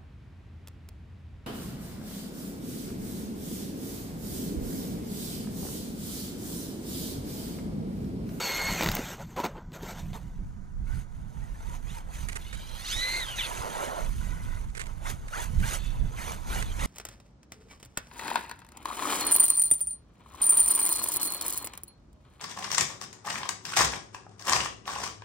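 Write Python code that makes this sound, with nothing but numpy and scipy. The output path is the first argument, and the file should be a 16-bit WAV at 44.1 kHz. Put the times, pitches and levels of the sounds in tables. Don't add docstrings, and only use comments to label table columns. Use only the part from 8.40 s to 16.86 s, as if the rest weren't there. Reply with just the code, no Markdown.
import sys
import numpy as np
from scipy import signal
from scipy.fft import rfft, irfft, next_fast_len
from scipy.io import wavfile
from scipy.ndimage import uniform_filter1d, map_coordinates

SR = 44100
rng = np.random.default_rng(int(sys.argv[2]) if len(sys.argv) > 2 else 0)


def output_pcm(signal):
    pcm = np.clip(np.atleast_2d(signal).T, -1, 1) * 32767
    wavfile.write(sys.argv[1], SR, np.round(pcm).astype(np.int16))


N = 373086


def amp(db):
    return 10 ** (np.asarray(db) / 20)


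def unit(x):
    return x / np.sqrt(np.mean(x ** 2, axis=-1, keepdims=True) + 1e-20)


def along(points, hz, axis=1):
    points = np.array(points)
    return np.interp(np.log(hz + 1), np.log(points[:, 0] + 1), points[:, axis])


def curves(rows):
    s, *columns = np.transpose(rows)
    return [np.interp(np.arange(N) / SR, s, column) for column in columns]


def wobble(rate):
    coarse = np.arange(0, N + 8, 8)
    knots = rng.standard_normal(int(N * rate / SR) + 4)
    return np.interp(np.arange(N), coarse, map_coordinates(knots, [coarse * rate / SR]))


def filtered(x, response):
    size = next_fast_len(N + SR // 2)
    spectrum = rfft(x, size) * response(np.fft.rfftfreq(size, 1 / SR))
    return irfft(spectrum, size)[..., :N]


def coloured(x, spectrum):
    return unit(filtered(x, lambda hz: amp(along(spectrum, hz))))


# (frequency [Hz], relative density [dB per Hz])
FAR_SPECTRUM = [(180, -34), (300, -14.5), (450, -24), (850, -18), (1540, -20.5), (2300, -32.5), (2600, -46),
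                (7080, -35), (15700, -92)]


def distant_traffic_and_trees():
    level_db = -61.0 + 0.53 * wobble(4.88)
    return amp(level_db) * coloured(rng.standard_normal(N), FAR_SPECTRUM)


# (time [s], buffet level midway between the ports [dB])
WIND_LEVEL = [(0, -40.5), (.42, -29), (.9, -38.5), (1.37, -41), (1.52, -36), (2.26, -36.5), (2.52, -32.5),
              (2.69, -39.5), (3, -35), (3.86, -39.5), (3.96, -34), (4.09, -44.5), (4.25, -36), (4.4, -42.5),
              (5.2, -38.5), (5.43, -46), (5.7, -30.5), (6.48, -37.5), (6.84, -39.5), (7.1, -36),
              (7.21, -24.5), (7.36, -36.5), (7.64, -31), (8, -34.5), (8.46, -28)]
# (frequency [Hz], relative density [dB per Hz])
WIND_SPECTRUM = [(12, -39), (22, 5), (35, 1.5), (60, -5.5), (110, -10), (190, -16.5), (280, -28),
                 (500, -47), (1000, -100)]


def wind():
    shared, own = (amp(3.4 * wobble(14)) * coloured(rng.standard_normal(N), WIND_SPECTRUM) for _ in range(2))
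    alike = lambda hz: 0.41 / (1 + (hz / 150) ** 2)
    unlike = lambda hz: np.sqrt(np.abs(1 - alike(hz) ** 2)) * (1 + hz / 400)
    left = filtered(shared, alike) + filtered(own, unlike)
    port_db = curves(WIND_LEVEL)[0] + [[-4], [4]]
    return amp(port_db) * unit(np.array([left, shared]))


# (time [s], level [dB], length before dying away [s])
CONTROLLER_CLICKS = [(3.886, -34.5, 0.014), (3.921, -35, 0.0089), (3.955, -32, 0.015),
                     (3.9593, -34.5, .001), (4.128, -38.5, 0.025), (6.212, -46, 0.0027),
                     (6.2421, -49, .004), (6.284, -55, .02), (6.35, -38.5, 0.012), (6.368, -38, 0.0065),
                     (6.375, -34.5, 0.0066), (6.394, -32.5, 0.014), (6.4105, -31, .001),
                     (6.416, -32.5, .0015), (6.419, -46, .022), (6.458, -43, 0.0075), (6.4673, -37.5, .002),
                     (6.881, -41.5, .006), (7.198, -41, 0.0066), (8.209, -39, 0.006),
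                     (8.225, -26.5, 0.0034)]
# (frequency [Hz], relative density [dB per Hz])
CONTROLLER_SPECTRUM = [(240, -37), (400, 3.5), (875, -6.5), (1370, 1.5), (2000, 5), (3130, -7), (4810, -8),
                       (5190, -10.5), (8620, -4), (15700, -34)]


def controller():
    level, t = np.zeros(N + SR), np.arange(SR // 20) / SR
    case = coloured(rng.standard_normal(N) * amp(4.7 * wobble(1500)), CONTROLLER_SPECTRUM)
    for s, db, length in CONTROLLER_CLICKS:
        catch = 1 + 0.18 * np.exp(-t / 0.0017)
        decay = amp(-60 * np.clip(t - length, 0, 1) / 0.021)
        level[round(s * SR):][:len(t)] += amp(db) * catch * decay
    right = level[:N] * case
    left = filtered(right, lambda hz: -amp(-6) / (1 + 1j * hz / 2500))
    return np.array([left, right])


# (centre [Hz], width [Hz], gain [dB])
SHELL_MODES = [(982, 390, 2.5), (1530, 340, 4), (1940, 600, 0.5), (3150, 850, 1), (3915, 760, 0),
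               (6330, 500, 0)]


def shell(f):
    response = 0.072
    for k, (centre, width, db) in enumerate(SHELL_MODES):
        resonance = 1j * f * width / (centre * centre - f * f + 1j * f * width)
        response = response + (-1) ** k * amp(db) * resonance
    return response


def bursts(rows, t60):
    out, t = np.zeros(N + SR), np.arange(SR // 20) / SR
    for s, db in rows:
        puff = 0.5 * amp(-60 * t / t60) * rng.standard_normal(len(t))
        puff[0] = -2.1
        out[round(s * SR):][:len(t)] += amp(db) * puff
    return out[:N]


# (time [s], crack level [dB], thud level [dB], tick level [dB])
BRICK_KNOCKS = [(.396, -20, -7, -30), (0.4094, -2, -4.5, -25), (0.4247, -6, -3, -25), (0.4342, -4, -6, -14),
                (0.4432, -4.5, -13, -14), (0.461, -2, -12, -22), (0.4726, -6, -14, -24),
                (.488, -2.5, -19, -15), (.5166, -8, -21, -15), (0.552, -19, -24, -8), (0.568, -9, -14, -20),
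                (.592, -18, -7, -24), (0.964, -23, -25, -32), (0.983, -23, -17, -36),
                (1.001, -11, -10, -28), (1.042, -14, -2, -27), (1.051, -8.5, -7.5, -25),
                (1.062, -12, -10, -26), (1.32, -36, -20.5, -48), (1.432, -22, -16.5, -34),
                (1.732, -23, -29, -46)]


def knocks():
    s, crack_db, thud_db, tick_db = np.transpose(BRICK_KNOCKS)
    dulled_shell = lambda f: (shell(f) + 0.36) / (1 + 1j * f / 4500) ** 2
    treble = lambda f: (1j * f / (5000 + 1j * f)) ** 2
    chassis = lambda f: 1j * f * 300 / (330 ** 2 - f * f + 1j * f * 300)
    crack = filtered(bursts(zip(s, crack_db), 0.011), dulled_shell)
    tick = filtered(bursts(zip(s, tick_db), 0.0082), treble)
    thud = filtered(bursts(zip(s, thud_db), 0.037), chassis)
    return crack + tick + thud


def gritty(depth_db, rate, patchy_db):
    z = signal.stft(rng.standard_normal(N), nperseg=512)[2]
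    across_hz = uniform_filter1d(rng.standard_normal(z.shape), 2, 0)
    patches = uniform_filter1d(across_hz, 5, 1)
    noise = signal.istft(z * amp(patchy_db * patches / patches.std()), nperseg=512)[1][:N]
    return noise * amp(depth_db * wobble(rate) + 1.2 * wobble(20))


def swells(start, length, db, attack_s, swell_db, fall_db_per_s):
    coarse = np.arange(0, N, 32)
    t = coarse[:, None] / SR - start
    left = np.clip(1 - t / length, 0, 1)
    level_db = db - swell_db * left ** 2 - fall_db_per_s * np.clip(t - length, 0, None)
    fade_in = np.clip(0.5 + t / attack_s, 0, 1)
    power = np.sum(amp(2 * level_db) * fade_in ** 2, 1)
    return np.interp(np.arange(N), coarse, power)


# (time [s], scrabble level [dB], hiss level [dB])
ROLLING_LEVELS = [(0, -36.5, -31), (.37, -35, -32), (.43, -37, -32), (.62, -38, -39), (.86, -63, -60),
                  (1.11, -45.5, -58), (1.29, -63, -75), (1.41, -42.5, -54), (1.65, -57.5, -56.5),
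                  (2.24, -69, -75.5), (2.9, -58, -66), (3.4, -56.5, -61.5), (3.67, -54, -64),
                  (3.86, -53, -55), (4.2, -57, -53.5), (4.4, -52, -48), (4.52, -48.5, -37.5),
                  (4.8, -40.5, -40), (4.941, -48.5, -46.5), (4.99, -43, -40.5), (5.15, -38.5, -42.5),
                  (5.42, -33, -43.5), (5.6, -35, -47.5), (5.73, -54.5, -50.5), (6.19, -52.5, -54.5),
                  (6.33, -64, -66.5), (6.49, -51.5, -58.5), (6.8, -55.5, -61.5), (7.1, -54.5, -51.5),
                  (7.66, -52, -56.5), (8.05, -48.5, -52), (8.46, -47, -49.5)]
# (time [s], length [s], scrabble level [dB], hiss level [dB])
BRICK_SCRAPES = [(0.645, 0.095, -39.5, -42.5), (0.781, 0.043, -42, -50), (0.887, 0.036, -52, -58),
                 (0.963, 0.05, -30.5, -41.5), (1.034, 0.022, -25, -39.5), (1.152, 0.027, -41, -62),
                 (1.33, 0.034, -46.5, -47), (1.422, .1, -44, -42.5), (1.544, 0.054, -43.5, -46),
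                 (1.734, 0.028, -41.5, -47)]
# (frequency [Hz], relative density [dB per Hz])
SCRABBLE_SPECTRUM = [(120, -6.5), (250, -3.5), (450, -2.5), (900, -1), (1300, -8.5), (2300, -19.5),
                     (4000, -25.5), (8000, -53)]
# (frequency [Hz], relative density [dB per Hz])
HISS_SPECTRUM = [(700, -35), (1200, -10.5), (1500, -8), (2000, -8), (2500, -13), (3600, -13.5), (5100, -20),
                 (6500, -10.5), (8300, -17.5), (9300, -17), (10800, -21.5), (13200, -21.5), (14600, -32),
                 (16000, -39)]
SCRAPE = dict(attack_s=0.006, swell_db=4.5, fall_db_per_s=504)
WHEELSPIN = dict(attack_s=0.073, swell_db=4.5, fall_db_per_s=392)


def rolling():
    scrape_s, scrape_length, *scrape_db = np.transpose(BRICK_SCRAPES)
    blip_s, blip_length, *_, spin_scrabble_db, spin_hiss_db = np.transpose(THROTTLE_BLIPS)
    levels = []
    for rolling_db, scraping_db, spinning_db in zip(curves(ROLLING_LEVELS), scrape_db,
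                                                    (spin_scrabble_db, spin_hiss_db)):
        power = amp(2 * rolling_db)
        power = power + swells(scrape_s, scrape_length, scraping_db, **SCRAPE)
        power = power + swells(blip_s, blip_length, spinning_db, **WHEELSPIN)
        levels.append(np.sqrt(power))
    scrabble, hiss = levels
    in_shell = filtered(gritty(1.1, 250, patchy_db=3), lambda f: 0.64 + 1.12 * abs(shell(f)))
    tyres = coloured(in_shell, SCRABBLE_SPECTRUM)
    grit = coloured(gritty(1.77, 500, patchy_db=3.5), HISS_SPECTRUM)
    return scrabble * tyres + hiss * grit


# (time [s], length [s], spin-up [s], first mesh [Hz], mesh at full spin-up [Hz],
# loudest region [Hz], whine loudest after [s], whine level before the shell [dB], whine fade [dB per s],
# wheelspin scrabble level [dB], wheelspin hiss level [dB])
THROTTLE_BLIPS = [(2.456, 0.16, 0.062, 720, 740, 1510, 0.069, -51.5, 160, -54, -55.5),
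                  (2.943, 0.15, .1, 540, 973, 1690, 0.11, -58.5, 60, -58, -63.5),
                  (3.197, 0.17, .09, 683, 954, 1090, 0.17, -47, 40, -53, -54),
                  (3.463, 0.12, 0.08, 780, 1057, 2620, 0.025, -52.5, 120, -57, -49.5),
                  (3.715, 0.12, 0.091, 640, 746, 1500, 0.048, -62, 80, -67, -48.5),
                  (6.643, 0.067, 0.083, 470, 1010, 1220, 0.027, -37, 200, -42.5, -40),
                  (6.921, 0.12, 0.1, 430.6, 996, 1300, 0.051, -34.5, 150, -40.5, -40),
                  (7.221, 0.14, 0.1, 742, 1197, 1450, 0.02, -31.5, 300, -40.5, -37),
                  (7.764, .17, 0.13, 497.4, 1158, 1700, 0.11, -38.5, 115, -41.5, -43),
                  (8.084, 0.12, 0.072, 800, 1442, 2630, 0.082, -39.5, 130, -39, -38.5),
                  (8.381, 0.094, 0.12, 817, 1870, 2560, 0.087, -37, 100, -37.5, -36.5)]
BLIP_ROUGHNESS = 0.48


def blip(s, length, spin_up, first_hz, last_hz, region_hz, loudest_s, db, fade_db_per_s, *_):
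    t = np.linspace(0, length, 40)
    u = np.clip(t / spin_up, 0, 1)
    hz = first_hz + (last_hz - first_hz) * u * u * (3 - 2 * u)
    level_db = db - fade_db_per_s * abs(t - loudest_s)
    loudest_multiple = np.maximum(region_hz / hz, 1)
    return np.transpose([s + t, hz, level_db, loudest_multiple, BLIP_ROUGHNESS + 0 * t])


# (time [s], gear mesh before slip [Hz],
# whine level before the shell [dB], loudest multiple of the mesh, roughness [0-1])
DRIVE_AND_COAST_WHINES = [
    [(0, 2248, -25, 1.45, .2), (.05, 2190, -27, 1.75, 0.1), (.19, 2150, -23.5, 1.38, 0.3),
     (.31, 2180, -24, 1.5, 0.3), (.365, 2125, -32, 1.5, .2), (.41, 2055, -37, 1.45, .2)],
    [(3.07, 930, -58, 1.8, .6), (3.2, 850, -63, 2, .6)],
    [(3.54, 960, -46, 1.1, .4), (3.63, 800, -55, 1.1, .4)],
    [(4, 668, -56.5, 4.4, .5), (4.17, 775, -54, 4.5, 0.6), (4.4, 830, -49.5, 4.7, 0.4),
     (4.45, 960, -43, 3.8, .8), (4.49, 1325, -36, 3.2, .9), (4.525, 1660, -28, 2.5, .6),
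     (4.56, 1880, -30, 1.9, 0.3), (4.63, 2022, -25, 1.55, 0.4), (4.79, 2116, -26, 1.5, 0.6),
     (4.835, 1853, -28, 1.7, 0.5), (4.87, 1570, -43, 2, .7), (4.885, 1600, -32, 1.9, .8),
     (4.95, 1410, -35.5, 1.9, 0.6), (4.968, 1300, -48, 2.8, .7), (4.985, 1278, -28, 2.6, 0.5),
     (5.015, 1034, -28, 2.8, 0.5), (5.025, 956, -36, 3.8, .6), (5.04, 887, -35.5, 4.1, 0.57),
     (5.065, 820, -36, 4.3, 0.8), (5.085, 760, -50, 4, .9)],
    [(5.8, 500, -52.5, 2.8, 0.6), (6.19, 496, -51, 2.8, 0.6)],
    [(7.38, 874, -47.5, 3.5, 0.7), (7.55, 894, -58, 3.5, 0.8), (7.72, 850, -66, 3.3, .6)],
    [(8.23, 877, -49.5, 3.6, 0.7), (8.34, 785, -50.5, 3.6, .6)],
]
LOAD_PER_S = 5.5


def gears():
    out, slip = np.zeros(N), wobble(200)
    multiple = np.arange(1, 8)[:, None]
    flutter = np.array([0.8 * wobble(280) + 0.6 * wobble(60) for _ in multiple])
    halo = np.array([wobble(1300) for _ in multiple])
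    for burst in DRIVE_AND_COAST_WHINES + [blip(*row) for row in THROTTLE_BLIPS]:
        s, *controls = np.transpose(burst)
        i = np.arange(max(int(s[0] * SR), 0), min(int(s[-1] * SR), N))
        hz, db, loudest, rough = (np.interp(i / SR, s, control) for control in controls)
        turns = np.cumsum(hz + (12 + 0.0055 * hz) * slip[i]) / SR
        speeding_up = uniform_filter1d(np.gradient(np.log(hz)) * SR, SR // 50)
        load = np.clip(speeding_up / LOAD_PER_S, -1.5, 0.6)
        slope_db = np.where(multiple > loudest, -24 * np.exp(-load), -15)
        level_db = slope_db * np.log2(multiple / np.abs(loudest)) ** 2
        level_db += (6.3 - hz / 500) * flutter[:, i]
        edge = np.clip(np.minimum(i - i[0], i[-1] - i) / (0.013 * SR), 0, 1)
        roughness = (1 + rough * halo[:, i]) / np.sqrt(1 + rough ** 2)
        teeth = roughness * np.sin(2 * np.pi * multiple * turns)
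        out[i] += amp(db) * edge * np.sum(amp(level_db) * teeth, 0)
    return filtered(out, shell)


# (frequency [Hz], left over right [dB], left leads by [radians],
# likeness before the source's own factor [0-1])
MICROPHONE_PORTS = [(304, -10.5, 2.4, 0.94), (467, -12, 2.1, .85), (800, -4, 2.3, 0.95), (1160, 0, 2, 0.94),
                    (2260, 1, 1.1, 0.93), (4000, -4, 0.8, 0.95), (5000, -1.5, -0.8, 0.59),
                    (6690, -4, 1, 0.63), (7630, 2, -8.5, 1), (8500, -12.5, 4, 0.2), (9900, -15.5, -.5, .6),
                    (11200, -10.5, 2, .65), (11900, 1, .4, .9), (16000, -1, -.2, .88)]


def ports(x, likeness):
    t = np.arange(SR // 10) / SR
    scatter = rng.standard_normal(SR // 10) * amp(-60 * t / 0.037)
    other = signal.fftconvolve(x, scatter / np.linalg.norm(scatter))[:N]

    def tilt(hz):
        return amp(along(MICROPHONE_PORTS, hz) / 2) * np.exp(0.5j * along(MICROPHONE_PORTS, hz, axis=2))

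    alike = lambda hz: np.clip(likeness * along(MICROPHONE_PORTS, hz, axis=3), 0, 1)
    left = filtered(x, lambda hz: tilt(hz) * alike(hz))
    left = left + filtered(other, lambda hz: tilt(hz) * np.sqrt(1 - alike(hz) ** 2))
    right = filtered(x, lambda hz: 1 / tilt(hz))
    return np.array([left, right])


def scene():
    background = ports(distant_traffic_and_trees(), likeness=0.79)
    truck = ports(rolling() + gears() + knocks(), likeness=1.0)
    return background + wind() + controller() + truck


# (frequency [Hz], gain [dB])
WIND_MODE_TONE = [(20, -11), (60, -7), (110, -2.5), (170, 6.5), (400, 4), (2000, -1), (6000, -2),
                  (8000, -1.5), (9500, -13.5), (10800, -26), (12500, 3.5), (14500, 0), (16000, 2)]
STEREO_S = (1.49, 2.15)
TOP_HZ = 15830


def record(dry):
    mono = filtered(dry.mean(0), lambda hz: amp(along(WIND_MODE_TONE, hz)))
    stereo = np.interp(np.arange(N) / SR, STEREO_S, [0, 1])
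    mixed = stereo * dry + (1 - stereo) * mono
    return filtered(mixed, lambda hz: np.clip((TOP_HZ - hz) / 100, 0, 1))


dry = scene()
out = record(dry)
output_pcm(out)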